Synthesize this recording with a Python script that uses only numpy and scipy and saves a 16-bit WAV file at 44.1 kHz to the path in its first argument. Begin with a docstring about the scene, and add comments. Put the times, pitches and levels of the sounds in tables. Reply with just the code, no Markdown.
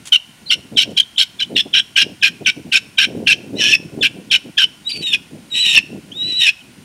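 """A brush of dry grass, then a guinea fowl close by: short harsh notes, later with four drawn-out cries.
Its syrinx is a nearly sinusoidal whistle near 3-4 kHz that breaks into a rasp of subharmonic strands and
random impulses when pushed; resonances of throat and beak colour the rasp.
Wind is filtered noise and brief pulses on the microphone; vegetation returns a decaying noise tail of the
calls, over the noise of distant leaves, air and a thin band of insects."""
import sys
import numpy as np
from scipy import signal
from scipy.fft import rfft, irfft, next_fast_len
from scipy.io import wavfile

SR = 44100
rng = np.random.default_rng(int(sys.argv[2]) if len(sys.argv) > 2 else 0)


def bounce(signal):
    """Save signal as a 16-bit WAV file at the path given by the first command-line argument."""
    frames = np.transpose(np.atleast_2d(signal))
    limited = np.clip(frames, -1, 1)
    pcm = np.round(limited * 32767).astype(np.int16)
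    wavfile.write(sys.argv[1], SR, pcm)


N = 301644

# contours of the drawn-out cries, whistles pushed into a rasp:
# t/s, pitch f/Hz, whistle level/dB, rasp level/dB
SCREECH = [(3.555, 3680, -50, -62), (3.575, 3967, -30.5, -36), (3.6, 3950, -30, -24),
           (3.612, 3437, -25.5, -13), (3.7, 3417, -28, -14.5), (3.728, 3365, -19, -12.5)]
SQUEAL = [(4.849, 3700, -45.5, -57), (4.875, 3897, -16, -56), (4.9, 3933, -26.5, -36),
          (4.965, 3894, -27.5, -32.5), (5.005, 3800, -33, -51), (5.025, 3910, -28, -30.5),
          (5.065, 3824, -18, -33.5), (5.12, 3620, -23, -30), (5.132, 3440, -30, -16)]
HOARSE_CRY = [(5.505, 4000, -42, -54), (5.528, 3800, -20.5, -38), (5.55, 3866, -21.5, -21.5),
              (5.59, 3857, -18.5, -21.5), (5.616, 3980, -14, -23), (5.675, 3814, -17, -15.5),
              (5.715, 3730, -18, -15), (5.757, 3550, -27, -10)]
LONG_CRY = [(6.138, 3424, -42, -62), (6.17, 3760, -27.5, -57), (6.215, 3863, -19.5, -38.5),
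            (6.268, 3977, -21, -35.5), (6.335, 3904, -20, -30), (6.385, 3945, -16, -36),
            (6.414, 3775, -12, -14.5), (6.435, 3786, -12, -12.5), (6.46, 3487, -27, -10.5)]
# spectrum of the turbulent hiss: f/Hz, level/dB
HISS = [(4500, -83), (6400, 8.5), (7100, 11.5), (7800, 12.5), (8800, 10), (10000, 12), (11200, 1),
        (12600, 4), (14200, -13), (15800, -16)]
# resonances of the throat: f/Hz, width/Hz, level/dB
THROAT = [(3730, 870, -0.5), (4242, 165, -1.5)]
# spectrum of wind rumble: f/Hz, level/dB
GUST = [(25, -32), (50, -24), (90, -4.5), (150, 1), (230, 2), (340, -4), (480, -15), (700, -30),
        (1200, -50)]


def undb(db):
    """Amplitude ratio from its logarithmic level in decibels."""
    return 10 ** (np.asarray(db) / 20)


def unit(x):
    """Normalisation: scale to an rms amplitude of 1."""
    return x / np.sqrt(np.mean(x ** 2) + 1e-18)


def shape(x, gain):
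    """Linear filtering: multiply the spectrum by a gain function of frequency, then set rms 1."""
    size = next_fast_len(len(x))
    hz = np.fft.rfftfreq(size, 1 / SR) + 1  # the offset keeps log(hz) finite
    return unit(irfft(rfft(x, size) * gain(hz), size)[:len(x)])


def colour(x, points, shift=1):
    """Spectral envelope: filter through f/Hz, level/dB points, their frequencies scaled by a factor."""
    point_hz, point_db = np.transpose(points)
    return shape(x, lambda f: undb(np.interp(np.log(f), np.log(point_hz * shift), point_db)))


def ring(x, modes):
    """Parallel resonance: sum bell-shaped peaks given as f/Hz, width/Hz, level/dB."""
    return shape(x, lambda f: sum(undb(db) / (1 + (2 * (f - hz) / width) ** 2) for hz, width, db in modes))


def wobble(n, rate):
    """Slow random modulation: straight lines between rate random values a second, spread near 1."""
    steps = np.arange(n) * rate / SR
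    knots = np.arange(int(steps[-1]) + 2)
    return 1.2 * np.interp(steps, knots, rng.standard_normal(len(knots)))


def ramp(t, length):
    """Smooth onset: a squared sine rises from 0 to 1 over length s."""
    return np.sin(np.pi / 2 * np.clip(t / length, 0, 1)) ** 2


def times(start, end):
    """Sampling: the sample times of a span, in s, within the scene."""
    return np.arange(max(int(start * SR), 0), min(int(end * SR), N)) / SR


def add(out, t, x):
    """Superposition: mix a sound in at its sample times."""
    first = round(t[0] * SR)
    out[first:first + len(x)] += x


def fowl():
    """A vibrating syrinx voices short notes, drawn-out cries and thin squeaks, added by superposition."""
    # short notes and the harsh ends of cries: start t/s, end t/s, nominal level/dB, pitch f/Hz,
    # roughness (0.11 to 1.2), undertone f/Hz, undertone nominal relative level/dB, brightness level/dB
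    notes = [(0.122, 0.166, -8, 2957, 0.11, 1464, -24, -1.5),
             (0.504, 0.546, -9.5, 3053, 0.55, 1452, -23, 0), (0.77, 0.839, -9.5, 3090, 0.65, 1564, -23, 2),
             (0.969, 0.994, -11.5, 3140, 0.27, 1574, -28, 2),
             (0.999, 1.009, -5.5, 3080, 0.14, 1581, -25, 1.5),
             (1.18, 1.237, -10, 3270, 0.59, 1514, -18.5, 7),
             (1.396, 1.419, -17.5, 3200, 0.67, 1577, -11.5, 1.5),
             (1.42, 1.436, -15.5, 3006, 0.27, 1577, -27, 0), (1.56, 1.613, -13, 3257, 0.56, 1726, -19.5, 1),
             (1.737, 1.806, -10.5, 2960, 0.54, 1600, -13.5, -4.5),
             (1.962, 2.033, -9, 2870, 0.44, 1611, -11.5, 2),
             (2.225, 2.287, -10.5, 2754, 1.07, 1620, -10, 1.5),
             (2.46, 2.505, -11.5, 2740, 1.2, 1525, -11, 1), (2.722, 2.784, -11, 2680, 0.49, 1553, -9, 4),
             (2.981, 3.056, -10, 2965, 0.63, 1573, -8.5, 0.5),
             (3.27, 3.336, -10, 2710, 0.53, 1629, -13.5, 1),
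             (3.726, 3.759, -9.5, 2640, 0.66, 1700, -32, -6),
             (4.025, 4.074, -10.5, 2735, 0.4, 1608, -13, 0.5),
             (4.311, 4.369, -10.5, 2920, 0.87, 1559, -15.5, 3),
             (4.577, 4.648, -10.5, 2975, 0.5, 1579, -10.5, -1),
             (5.133, 5.156, -9.5, 2793, 0.5, 1700, -21, -4), (5.758, 5.794, -8.5, 2774, 0.5, 1715, -31, -3),
             (6.46, 6.503, -9.5, 2696, 0.63, 1701, -27, 1.5)]
    # voicing of each cry: contour, then undertone, beak and hiss level/dB relative to the rasp,
    # flutter spread of the rasp/dB, overtone level/dB relative to the whistle
    cries = [(SCREECH, -13, -7, -23.5, 0.91, -24), (SQUEAL, -22, -19, -15.5, 4.6, -23.5),
             (HOARSE_CRY, -22, -17, -19, 1.7, -18), (LONG_CRY, -15.5, -13.5, -20.5, 0.98, -28.5)]
    # thin squeaks between the notes: t/s, length/s, first f/Hz, last f/Hz, level/dB
    squeaks = [(0.457, 0.037, 4130, 3900, -31.5), (0.484, 0.031, 4470, 4650, -27.5),
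               (0.843, 0.019, 3400, 2720, -39), (1.024, 0.018, 3940, 2940, -28.5),
               (1.159, 0.0095, 3120, 3230, -29.5), (1.444, 0.011, 3780, 2970, -32),
               (4.008, 0.025, 3380, 3520, -17), (4.917, 0.0075, 3920, 3900, -18),
               (6.114, 0.02, 2850, 3400, -30.5), (6.603, 0.023, 3150, 2890, -42.5)]
    out = np.zeros(N)
    for row in notes:
        t = times(row[0] - .014, row[1] + 0.09)
        add(out, t, note(t, *row))
    for contour, *voicing in cries:
        t = times(contour[0][0] - .004, contour[-1][0] + 0.0036)
        add(out, t, cry(t, contour, *voicing))
    for start, length, first_hz, last_hz, db in squeaks:
        t = times(start, start + length)
        glide_hz = np.linspace(first_hz, last_hz, len(t))
        add(out, t, undb(db) * signal.windows.tukey(len(t), .7) * whistle(glide_hz, 0.027))
    return out


def note(t, start, end, db, pitch_hz, rough, under_hz, under_db, bright_db):
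    """Onset of chaos: a whistle drops onto its pitch, tears into wavering strands and is cut off."""
    # spectrum of the rasp: f/Hz, level/dB
    rasp_spectrum = [(300, -29), (1150, -93), (1800, -12), (2250, -5.5), (2650, 6.5), (2950, 2.5),
                     (3400, -7), (3750, -6.5), (4300, -62), (5200, -56)]
    # resonances of the beak: f/Hz, width/Hz, level/dB
    beak_modes = [(5420, 507, 9.5), (5930, 580, -15)]
    pitch_sag = 0.015  # share by which the pitch line starts above its mean and ends below it
    throat_db, beak_db, hiss_db = -12.5, -13.5, -25  # relative to the core, before brightness and roughness
    full_beak_roughness = 0.4  # the beak rings in proportion to roughness, up to this value
    n, age = len(t), t - start

    scoop = 1 + .05 * np.exp(-np.maximum(age, -.011) / .006)
    bend = scoop * (1 + .028 * wobble(n, 150))
    hz = pitch_hz * np.interp(t, [start, end], [1 + pitch_sag, 1 - pitch_sag]) * bend
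    broken = ramp(age + 0.0013, 0.0097)
    # the syrinx slips in and out of chaos within a note
    chaos = np.clip(rough ** .8 * broken * (1 + .35 * wobble(n, 110)), 0, 1)
    source = strands(2 * under_hz * bend) + .55 * impulses(n)
    rasp = colour(source, rasp_spectrum, (pitch_hz / 2850) ** 0.7)
    core = unit((1 - chaos) * whistle(hz, .1 * chaos) + np.sqrt(chaos) * rasp)

    # the undertone near half the pitch arches with it
    under_tone = whistle(under_hz * bend, 0.0442) * undb(2.16 * wobble(n, 199.5) - 3.5)
    under = under_tone + undb(-13) * ring(source, [(under_hz, 220, 0)])
    beak = undb(beak_db) * min(rough / full_beak_roughness, 1) * ring(source, beak_modes)
    throat = undb(throat_db) * ring(source, THROAT)
    hiss = undb(hiss_db) * colour(source, HISS)
    upper = beak + undb(bright_db) * (throat + hiss)
    voice = saturate(core + broken * (undb(under_db) * under + upper), 0.2)

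    lead_in = undb(-9.0 - 10 * rough) * ramp(age + 0.012 * rough ** 0.68, 0.005)
    attack = np.maximum(lead_in, ramp(age + 0.0017, 0.0038))
    push = attack * np.exp(-np.maximum(t - end + 0.0042, 0) / 0.0042)
    # the air comes in uneven pulses, so the sound catches about every ten milliseconds
    pulses = np.cumsum(95 * (1 + .25 * wobble(n, 80))) / SR
    catch_db = .8 - np.sin(np.pi * pulses) ** 4 * np.abs(3 + 2.1 * wobble(n, 85))
    decline_db = -2.0 * (age / (end - start) - .5)
    return undb(db + 1 + catch_db + decline_db) * push * voice


def cry(t, contour, under_db, beak_db, hiss_db, flutter_db, overtone_db):
    """Nonlinear phonation: as the rasp gains on a held whistle, its pitch jitters and its strands dissolve."""
    flutter_hz, wander = 69.93, 0.01003  # rate of trembling; scale of the relative pitch wander
    s, pitch, *levels = np.transpose(contour)
    n, hz = len(t), registers(t, s, pitch)
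    whistle_db, rasp_db = (np.interp(t, s, level) for level in levels)
    rasp_db = rasp_db + flutter_db * wobble(n, flutter_hz)
    chaos = 1 / (1 + undb(whistle_db - rasp_db))
    hz = hz * (1 + wander * np.sqrt(2 * chaos) * wobble(n, flutter_hz))

    # the strands dissolve into impulses as the rasp takes over
    held = np.sqrt(1 - chaos) * strands(hz, between_db=-2, flicker_db=4, stray_hz=45)
    source = unit(held + .8 * impulses(n))
    jitter = .003 + .045 * chaos ** 1.5
    unsteady_db = 5.3 * chaos * wobble(n, 295.4) + 0.29 * wobble(n, 58.0)
    tone = undb(whistle_db + unsteady_db) * whistle(hz, jitter, second_db=overtone_db)

    rasp = saturate(ring(source, [(2590, 260, -0.9), (3000, 290, 1)]), 0.29)
    rasp = rasp + undb(hiss_db) * colour(source, HISS) + undb(-15.5) * ring(source, THROAT)
    under = undb(rasp_db + under_db) * whistle(hz / 2, .028, second_db=-24)
    # the open beak rings so strongly that it almost sings
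    sing = .8 * whistle(np.full(n, 5520), .03, second_db=-40)
    beak = undb(rasp_db + beak_db) * unit(sing + ring(source, [(5520, 450, 0), (6200, 800, -13)]))
    grit = undb(2.2 * wobble(n, 300))
    fade = ramp(t - t[0], 0.0036) * ramp(t[-1] - t, 0.0056)
    return fade * (tone + under + grit * (undb(rasp_db) * rasp + beak))


def registers(t, s, hz):
    """Register break: pitch glides between points but jumps at once into a higher mode and back."""
    high_start, high_end, high_ratio = 4.893, 5.015, 1.18  # s, s, pitch ratio; within the squeal
    high = (t > high_start) & (t < high_end)
    return np.interp(t, s, hz) * np.where(high, high_ratio, 1)


def whistle(hz, jitter, second_db=-27):
    """Self-sustained oscillation: membranes swing almost as a sine, with jitter and unsteady overtones."""
    phase = 2 * np.pi * np.cumsum(hz * (1 + jitter * wobble(len(hz), 900))) / SR
    overtones = undb(second_db) * np.sin(2 * phase) + undb(-43) * np.sin(3 * phase)
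    return np.sqrt(2) * (np.sin(phase) + undb(3.8 * wobble(len(hz), 54.3)) * overtones)


def strands(hz, between_db=-3, flicker_db=5.5, stray_hz=55, count=22):
    """Period doubling, twice: partials at every quarter of the pitch bend together and flicker alone."""
    n, out = len(hz), 0
    for k in range(1, count + 1):
        partial = k * hz / 4 + stray_hz * np.sqrt(k) * wobble(n, 700)
        db = between_db * (k % 2) + flicker_db * wobble(n, 147.4)
        sine = np.sin(2 * np.pi * (np.cumsum(partial) / SR + rng.random()))
        out = out + (partial < SR / 2) * undb(db) * sine
    return unit(out)


def impulses(n, rate_hz=4000, scatter_db=5.0, air=0.33):
    """Random impulse excitation: pulses uneven in time, size and sign, with broadband noise of air."""
    struck = rng.random(n) < rate_hz / SR
    sizes = undb(scatter_db * rng.standard_normal(n)) * rng.choice([-1, 1], n)
    return unit(unit(struck * sizes) + air * rng.standard_normal(n))


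def saturate(x, amount):
    """Amplitude limitation: membranes can swing only so far, so the envelope is evened out."""
    envelope = np.abs(signal.hilbert(unit(x)))
    return unit(x / (envelope + 1.44) ** amount)


def grass():
    """Friction as impulse excitation: brushed dry stalks crackle through broad resonances."""
    # brushes of grass: t/s, length/s, level/dB
    rustles = [(0.052, 0.02, -36.5), (0.065, 0.031, -32), (0.898, 0.023, -47)]
    out = np.zeros(N)
    for start, length, db in rustles:
        t = times(start, start + length)
        stalks = impulses(len(t), rate_hz=1500)
        crackle = ring(stalks, [(2980, 1900, 15), (7160, 4000, 11.5), (9700, 1000, 8)])
        add(out, t, undb(db) * signal.windows.tukey(len(t), .5) * crackle)
    return out


def surroundings(x):
    """Scattering as convolution: grass answers at once; bushes and trees return a weak, decaying tail."""
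    near_db, tail_db, tail_t60_s = -16.5, -29, 0.48
    t = times(0, 1)
    spectrum = [(1000, -1), (2800, 0), (4000, -3.5), (5500, 2.5), (9000, -5.0), (15000, -2.5)]
    scatter = colour(rng.standard_normal(len(t)), spectrum)
    near = unit(scatter * np.exp(-t / 0.006) * ramp(t - .003, 0.0086))
    far = unit(scatter * undb(-60 * t / tail_t60_s) * ramp(t - .01, 0.022))
    # dividing by the root of the length gives each unit part an energy of 1
    response = (undb(near_db) * near + undb(tail_db) * far) / np.sqrt(len(t))
    return signal.fftconvolve(x, response)[:N]


def wind():
    """Turbulent pressure: eddies rumble and crackle on the microphone; sharp ones thud for about a cycle."""
    # breeze rising and falling between the gusts: t/s, nominal level/dB
    breeze = [(0, -45.5), (0.3, -55), (0.5, -43.5), (0.93, -40.5), (1.07, -53.5), (1.7, -40.5), (1.9, -48),
              (2.75, -42), (2.95, -44), (3.3, -36), (3.8, -35), (4.75, -47), (5.6, -43), (6.4, -40.5),
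              (6.57, -58), (6.7, -43), (6.84, -42.5)]
    # separate gusts: start t/s, length/s, nominal level/dB
    gusts = [(0.548, 0.047, -35.5), (0.712, 0.047, -32), (0.85, 0.076, -32.5), (1.495, 0.085, -29.5),
             (1.655, 0.018, -29), (2.022, 0.099, -33), (2.406, 0.02, -28.5), (2.565, 0.035, -31),
             (2.649, 0.038, -30.5), (3.07, 0.17, -29.5), (3.528, 0.077, -29.5), (3.932, 0.11, -33),
             (4.142, 0.058, -33.5), (4.45, 0.048, -33.5), (4.94, 0.095, -35), (5.308, 0.095, -36.5),
             (5.518, 0.054, -37.5), (5.733, 0.045, -42), (5.895, 0.088, -31), (6.148, 0.06, -38.5)]
    # sharpest buffets: t/s, nominal peak level/dB before the pulse envelope and high-pass, f/Hz
    buffets = [(0.894, -19.5, 404), (1.55, -14.5, 298), (2.066, -17.5, 328), (2.412, -24, 400),
               (3.174, -20, 420), (3.228, -14.5, 354), (3.553, -14, 279), (3.569, -20, 440),
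               (4.01, -17.5, 350), (5.008, -18.5, 290)]
    attack_s, release_s = 0.012, 0.012
    t = np.arange(N) / SR
    power = undb(np.interp(t, *np.transpose(breeze)) + 2.6 * wobble(N, 17)) ** 2
    for start, length, gust_db in gusts:
        attack = ramp(t - start + attack_s / 2, attack_s)
        swell = attack * np.exp(-np.maximum(t - start - length, 0) / release_s)
        power = power + (undb(gust_db) * swell) ** 2
    db = 10 * np.log10(power)
    rumble = undb(db - 2.3 + 2.8 * wobble(N, 70)) * colour(rng.standard_normal(N), GUST)
    eddies = impulses(N, rate_hz=230, scatter_db=2, air=.2)
    spectrum = [(100, -30), (280, 4.5), (480, -0.5), (700, -8), (950, -20.5), (1500, -50)]
    # crackle grows faster than the wind level
    crackle = undb(-44.5 + 1.85 * (db + 35.5)) * colour(eddies, spectrum)
    out = rumble + crackle
    for start, peak_db, hz in buffets:
        t = times(start - .002, start + .02)
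        cycles = (t - t[0]) * hz - 1
        add(out, t, undb(peak_db) * np.sin(2 * np.pi * cycles) * np.exp(-(cycles / .5) ** 2))
    # the microphone passes little of the deepest rumble
    return signal.sosfilt(signal.butter(2, 80, "high", fs=SR, output="sos"), out)


def field():
    """Incoherent sources as filtered noise: distant leaves, a low murmur of air and wavering insects."""
    # spectrum of the open field: f/Hz, level/dB
    field_spectrum = [(290, -25), (500, -7), (676, -3), (863, -3.5), (1040, -2), (1290, -9), (1410, 1.5),
                      (1560, -4.5), (2570, -1.5), (3010, -0.5), (3280, -5), (5350, -8.5), (8480, -11),
                      (9110, -10.5), (15500, -21)]
    air = colour(rng.standard_normal(N), field_spectrum) * undb(-49 + 0.033 * wobble(N, 2.65))
    low_air = colour(rng.standard_normal(N), GUST, 0.49) * undb(-59)
    insects = ring(rng.standard_normal(N), [(9100, 740, 0)]) * undb(-61 + 1.3 * wobble(N, 12))
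    return air + low_air + insects


def scene():
    """Superposition of the bird, grass, their scattered sound, wind and field, in one channel."""
    close = fowl() + grass()
    return (close + surroundings(close) + wind() + field())[None]


def record(dry):
    """Soft saturation and band limiting: the recorder rounds the loudest peaks and cuts the top."""
    top_hz = 15750
    rounded = dry / (1 + np.abs(dry) ** 8) ** (1 / 8)
    return signal.sosfilt(signal.ellip(12, .2, 90, top_hz, fs=SR, output="sos"), rounded)


dry = scene()
out = record(dry)
bounce(out)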